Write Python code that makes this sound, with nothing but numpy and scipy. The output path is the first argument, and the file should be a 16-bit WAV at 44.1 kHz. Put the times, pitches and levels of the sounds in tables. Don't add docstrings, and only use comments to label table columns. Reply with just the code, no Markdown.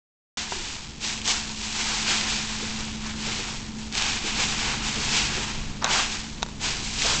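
import sys
import numpy as np
from scipy import signal
from scipy.fft import rfft, irfft
from scipy.io import wavfile
from scipy.ndimage import uniform_filter1d

SR = 44100
rng = np.random.default_rng(int(sys.argv[2]) if len(sys.argv) > 2 else 0)


def inscribe(sig):
    pcm = np.round(np.clip(np.atleast_2d(sig).T, -1, 1) * 32767)
    wavfile.write(sys.argv[1], SR, pcm.astype(np.int16))


N = 317520
TIME = np.arange(N) / SR

# f/Hz, level/dB
LEAF_SNAP = [(900, -32.5), (1600, -15.5), (2100, -4), (2500, 0), (3000, -0.5), (3700, -1), (4600, -1.5),
             (6000, -3.5), (7300, -4.5), (9000, -6)]


def undb(db):
    return 10 ** (np.asarray(db) / 20)


def unit(x):
    return x / np.sqrt(np.mean(x ** 2))


def fade(t, t60):
    return np.exp(-np.log(1000) * t / t60)


def curve(rows):
    return np.interp(TIME, *np.transpose(rows))


def colour(x, points):
    hz, db = np.transpose(points)
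    size = 4096
    grid_hz = np.maximum(np.fft.rfftfreq(size, 1 / SR), 1)
    gains = undb(np.interp(np.log(grid_hz), np.log(hz), db))
    cepstrum = irfft(np.log(gains))
    cepstrum[1:size // 2] *= 2
    cepstrum[size // 2 + 1:] = 0
    return signal.fftconvolve(x, irfft(np.exp(rfft(cepstrum))))[:len(x)]


def band(x, lo_hz, hi_hz):
    return signal.sosfilt(signal.butter(2, [lo_hz, hi_hz], "band", fs=SR, output="sos"), x)


def walk(rate):
    hold = max(int(SR / rate), 1)
    steps = np.repeat(rng.standard_normal(N // hold + 1), hold)
    return unit(uniform_filter1d(uniform_filter1d(steps, hold), hold)[:N])


def grains(per_s, spread_db):
    chance = np.clip(per_s / SR, 0, 1)
    size = undb(spread_db * np.minimum(rng.exponential(size=N), 5))
    ticks = (rng.random(N) < chance) * rng.choice([-1, 1], N)
    return unit(ticks * size / np.sqrt(chance))


def burst(rise_s, t60):
    t = TIME[:SR // 4]
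    shape = (1 - np.exp(-t / rise_s)) * fade(t, t60)
    return rng.standard_normal(len(t)) * shape / shape.max()


def ring(modes, alternate):
    t = TIME[:SR // 4]
    sign = -1 if alternate else 1
    tones = sum(sign ** k * undb(db) * np.sin(2 * np.pi * hz * t) * fade(t, t60)
                for k, (hz, db, t60) in enumerate(modes))
    return tones / np.abs(tones).max()


def gesture(start, rise, hold, t60):
    ramp = np.clip((TIME - start) / max(rise, 1 / SR), 0, 1)
    after = np.maximum(TIME - start - rise - hold, 0)
    return (ramp * fade(after, t60)) ** 2


def add(out, s, sound):
    i = int(s * SR)
    out[i:i + len(sound)] += sound[:N - i]


def air():
    # f/Hz, level/dB
    outdoor_colour = [(20, 2.5), (50, 0.5), (80, -1.5), (110, -9.5), (170, -7), (260, -10), (340, -12.5),
                      (450, -17.5), (620, -22), (900, -19.5), (1500, -27), (4000, -25), (8000, -28)]
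    # t/s, relative level/dB
    outdoor_levels = [(0.4, -39.5), (5.6, -34.5), (6.2, -38), (7.2, -33.5)]
    murmur = unit(colour(rng.standard_normal(N), outdoor_colour))
    murmur_db = curve(outdoor_levels) - 1.0 + 0.73 * walk(6.5)
    puffs = unit(band(rng.standard_normal(N), 6.2, 24) * undb(5.0 * walk(12)))
    return undb(murmur_db) * murmur + undb(-44.5) * puffs


def motors():
    # t/s, level/dB
    drone_levels = [(0.4, -49), (0.83, -56), (1.13, -44), (3.2, -36.5), (3.51, -47), (3.78, -37),
                    (4.07, -47), (4.36, -40.5), (7.2, -47)]
    # t/s, relative level/dB
    engine_levels = [(0.4, -58), (2.7, -46.5), (4.0, -48), (4.75, -42.5), (5.75, -44), (6.05, -50.5),
                     (7.2, -44.5)]
    # multiple of its turning rate, relative level/dB
    engine_tones = [(2, -1), (4, -3), (5, 0), (6, 0), (8, -2.5), (9, -3.5), (10, -9), (11, -7.5), (12, -11)]
    turning_hz, drone_hz = 25.29, 216.7

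    def tone(hz, wander, waver_db):
        phase = 2 * np.pi * np.cumsum(hz * (1 + wander * walk(6))) / SR
        return unit(np.sin(phase) * undb(waver_db * walk(9)))
    engine = sum(undb(db) * tone(multiple * turning_hz, wander=0.00588, waver_db=2.2)
                 for multiple, db in engine_tones)
    drone = tone(drone_hz, wander=0.0034, waver_db=0.3)
    return undb(curve(drone_levels)) * drone + undb(curve(engine_levels) - 2.5) * engine


def raking():
    # start/s, rise/s, hold/s, rustle level/dB, crush/dB, scrape/dB
    pulls = [(0.342, 0.01, 0.028, -30, -5, -11), (0.453, 0.073, 0.17, -35.0, -7.5, -11.5),
             (0.992, 0.057, 0.064, -31.0, -8.0, -12), (1.233, 0.063, 0.01, -24.0, -6.5, -14),
             (1.437, 0.064, 0.094, -39.5, -9.5, -14), (1.574, 0.062, 0.182, -34.0, -6.5, -12.5),
             (1.719, 0.089, 0.204, -29.0, -6, -10.5), (2.049, 0.04, 0.084, -25.5, -6.0, -9.0),
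             (2.252, 0.034, 0.104, -29.5, -6, -10.5), (2.453, 0.051, 0.31, -35.0, -5.5, -9),
             (2.981, 0.087, 0.03, -38.5, -2.0, -9), (3.132, 0.136, 0.13, -31.5, -6.5, -8.5),
             (3.426, 0.056, 0.052, -37.5, -3.5, -17), (3.731, 0.065, 0.066, -44.5, -6.0, -14),
             (3.909, 0.07, 0.12, -27, -6.0, -7), (4.197, 0.072, 0.036, -30.5, -6.0, -7),
             (4.324, 0.087, 0.018, -25.0, -6, -7), (4.453, 0.045, 0.025, -30.5, -5.5, -10),
             (4.54, 0.059, 0.122, -29.5, -4.0, -5.5), (4.802, 0.05, 0.177, -31.0, -6.5, -9.5),
             (4.961, 0.21, 0.031, -24.0, -7.5, -8.5), (5.219, 0.034, 0.19, -32.0, -3.5, -7.5),
             (5.858, 0.075, 0.054, -24, -5, -8), (6.087, 0.031, 0.03, -34.5, -6.5, -17),
             (6.59, 0.056, 0.068, -28.5, -6.5, -9.5), (6.774, 0.075, 0.113, -36, -12, -16),
             (6.9, 0.16, 0.086, -25.0, -9.5, -12)]
    bite_db, bite_s = 1.74, .042
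    settle_db, stir_db = -11.5, -56
    power = np.zeros((3, N))
    for start, rise, hold, db, crush_db, scrape_db in pulls:
        bite = undb(bite_db * np.exp(-np.abs(TIME - start - rise) / bite_s))
        pull = gesture(start, rise, hold, t60=.51 + 3.6 * hold) * bite ** 2
        settle = gesture(start, rise, hold, t60=1.98) * undb(settle_db) ** 2
        power += np.outer(undb([db, db + crush_db, db + scrape_db]) ** 2, pull + settle)
    power[0] += undb(stir_db) ** 2
    return np.sqrt(power)


def leaves():
    # f/Hz, level/dB
    crush_colour = [(120, -9.5), (250, -5), (400, -2.5), (590, -10.5), (740, -0.5), (880, 2), (1180, -1.5),
                    (1600, 1), (2100, -2), (3000, -9), (6000, -19.5)]
    # f/Hz, level/dB
    scrape_colour = [(1500, -31), (2150, -8), (2450, -1.5), (2700, -3), (3050, -5.5), (3370, -5.5),
                     (4000, -8.5), (7000, -25.5)]
    rustle_gain, crush_gain, scrape_gain = raking()
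    snaps_per_s = 6500 * (rustle_gain / undb(-28)) ** .8
    clusters = undb(0.47 * walk(45) + 0.34 * walk(250))
    snaps = unit(colour(grains(snaps_per_s, spread_db=-0.5), LEAF_SNAP))
    edges = signal.sosfiltfilt(signal.butter(2, 4600, "high", fs=SR, output="sos"), snaps)
    dig_db = np.maximum(20 * np.log10(scrape_gain / rustle_gain + 1e-9) + 10, -6)
    rustle = undb(1.48) * (snaps - edges) + undb(4 - 0.42 * dig_db) * edges
    crush = unit(colour(grains(1.2 * snaps_per_s, spread_db=1.5), crush_colour))
    scrape = unit(colour(grains(.3 * snaps_per_s, spread_db=2.5), scrape_colour))
    crush *= undb(0.77 * walk(60))
    return clusters * (rustle_gain * rustle + crush_gain * crush + scrape_gain * scrape)


def sliding_tone():
    start_s, start_hz, fall_hz_per_s, flutter_hz = .512, 406, 650, 26.2
    out, t = np.zeros(N), TIME[:SR // 8]
    tone = np.sin(2 * np.pi * np.cumsum(start_hz - fall_hz_per_s * t) / SR)
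    flutter = np.sin(np.pi * flutter_hz * t) ** 2
    shape = fade(t, t60=0.61) * signal.windows.tukey(len(t))
    add(out, start_s, undb(-30.5) * shape * flutter * tone)
    return out


def knocks():
    # t/s, click level/dB, body level/dB, hardness as treble boost/(dB per octave)
    hits = [(0.522, -34, -15.5, -2), (0.764, -40, -30.5, 0), (5.8427, -17, -26, 10), (5.844, -3.5, -19, 8),
            (5.8455, -14, -19, 0), (5.8515, -23, -13, -3), (5.8607, -17, -18, -4), (5.869, -25, -19, 9),
            (5.902, -22, -15, 1), (5.938, -20, -18, -7), (6.002, -20, -22, -8), (6.4229, -21, -33, -2),
            (6.4288, -9, -10.5, -1), (6.463, -28, -25.5, 2), (6.487, -30, -29, -2)]
    # f/Hz, relative level/dB, time to fade by 60 dB/s
    click_tones = [(1780, -22, 0.012), (2580, -6, 0.011), (3630, -2, 0.014), (3900, -3.5, 0.015),
                   (4430, -8, .01), (5200, -11.5, 0.015), (5760, -6, 0.0089), (6380, -4.5, .007),
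                   (7140, -4.5, 0.0036)]
    # f/Hz, relative level/dB, time to fade by 60 dB/s
    body_tones = [(312, -17.5, 0.0051), (507, -14, 0.01), (794, -4.5, 0.019), (940, 5.5, 0.025),
                  (1130, 0, .016), (1420, 1, .012)]
    out = np.zeros(N)
    for s, click_db, body_db, tilt_db in hits:
        tilted = [(hz, db + tilt_db * np.log2(hz / 1000), t60) for hz, db, t60 in click_tones]
        click = ring(tilted, alternate=True) + 0.17 * burst(rise_s=0.00018, t60=0.03)
        dull_crack = band(burst(rise_s=0.00038, t60=0.02), 400, 1700)
        body = ring(body_tones, alternate=False) + 0.48 * dull_crack
        add(out, s, undb(click_db) * click + undb(body_db) * body)
    return out


def cracks():
    # t/s, relative level/dB
    breaks = [(1.216, -19), (1.255, -16), (1.277, -11), (1.314, -8), (2.2103, -10), (2.659, -21),
              (2.807, -20.5), (3.065, -25), (3.925, -23), (3.952, -12), (3.978, -14), (4.022, -12),
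              (7.02, -9)]
    out = np.zeros(N)
    for s, db in breaks:
        add(out, s, undb(db) * burst(rise_s=0.00028, t60=.014))
    return colour(out, LEAF_SNAP)


def thuds():
    # t/s, peak level/dB, middle f/Hz
    blows = [(2.6, -31, 380), (3.265, -32, 386), (3.385, -32.5, 385), (4.234, -30, 353), (4.39, -34, 380),
             (4.951, -32, 420), (5.359, -29, 440), (7.041, -24.5, 523), (7.11, -29.5, 494)]
    out = np.zeros(N)
    for s, db, hz in blows:
        blow = band(burst(rise_s=0.0071, t60=0.22), 0.82 * hz, 1.25 * hz)
        add(out, s, undb(db) * blow / np.abs(blow).max())
    return out


def rubs():
    # start/s, rise/s, hold/s, level/dB
    strokes = [(5.812, 0.024, 0.16, -29), (7.027, 0.072, .04, -31.5)]
    # f/Hz, level/dB
    body_colour = [(150, -17.5), (400, -14), (650, -6.5), (900, 0), (1120, 1), (1300, 0), (1550, -2),
                   (2000, -6.5), (4000, -13), (8000, -30)]
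    power = sum(undb(db) ** 2 * gesture(start, rise, hold, t60=0.28)
                for start, rise, hold, db in strokes)
    slips = grains(1400, spread_db=2.1) * undb(1.5 * walk(110))
    return unit(colour(slips, body_colour)) * np.sqrt(power)


def rising_zip():
    start_s, length_s, start_hz, rise_hz_per_s = 5.814, .018, 4300, 110000
    age = np.clip(TIME - start_s, 0, length_s)
    tone = np.sin(2 * np.pi * np.cumsum(start_hz + rise_hz_per_s * age) / SR)
    swell = np.sin(np.pi * age / length_s) ** 2
    return undb(-35) * swell * unit(walk(1500) * tone)


def scene():
    yard_work = leaves() + cracks() + thuds() + sliding_tone() + rubs() + rising_zip() + knocks()
    return (yard_work + motors() + air())[None]


def record(dry):
    switch_on_s, peak_limit, top_hz = .372, .7, 7950
    opened = dry * (TIME >= switch_on_s)
    rounded = peak_limit * np.tanh(opened / peak_limit)
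    lowpass = signal.firwin(61, top_hz, window=("kaiser", 4.5), fs=SR)
    return signal.fftconvolve(rounded, lowpass[None], mode="same")


dry = scene()
out = record(dry)
inscribe(out)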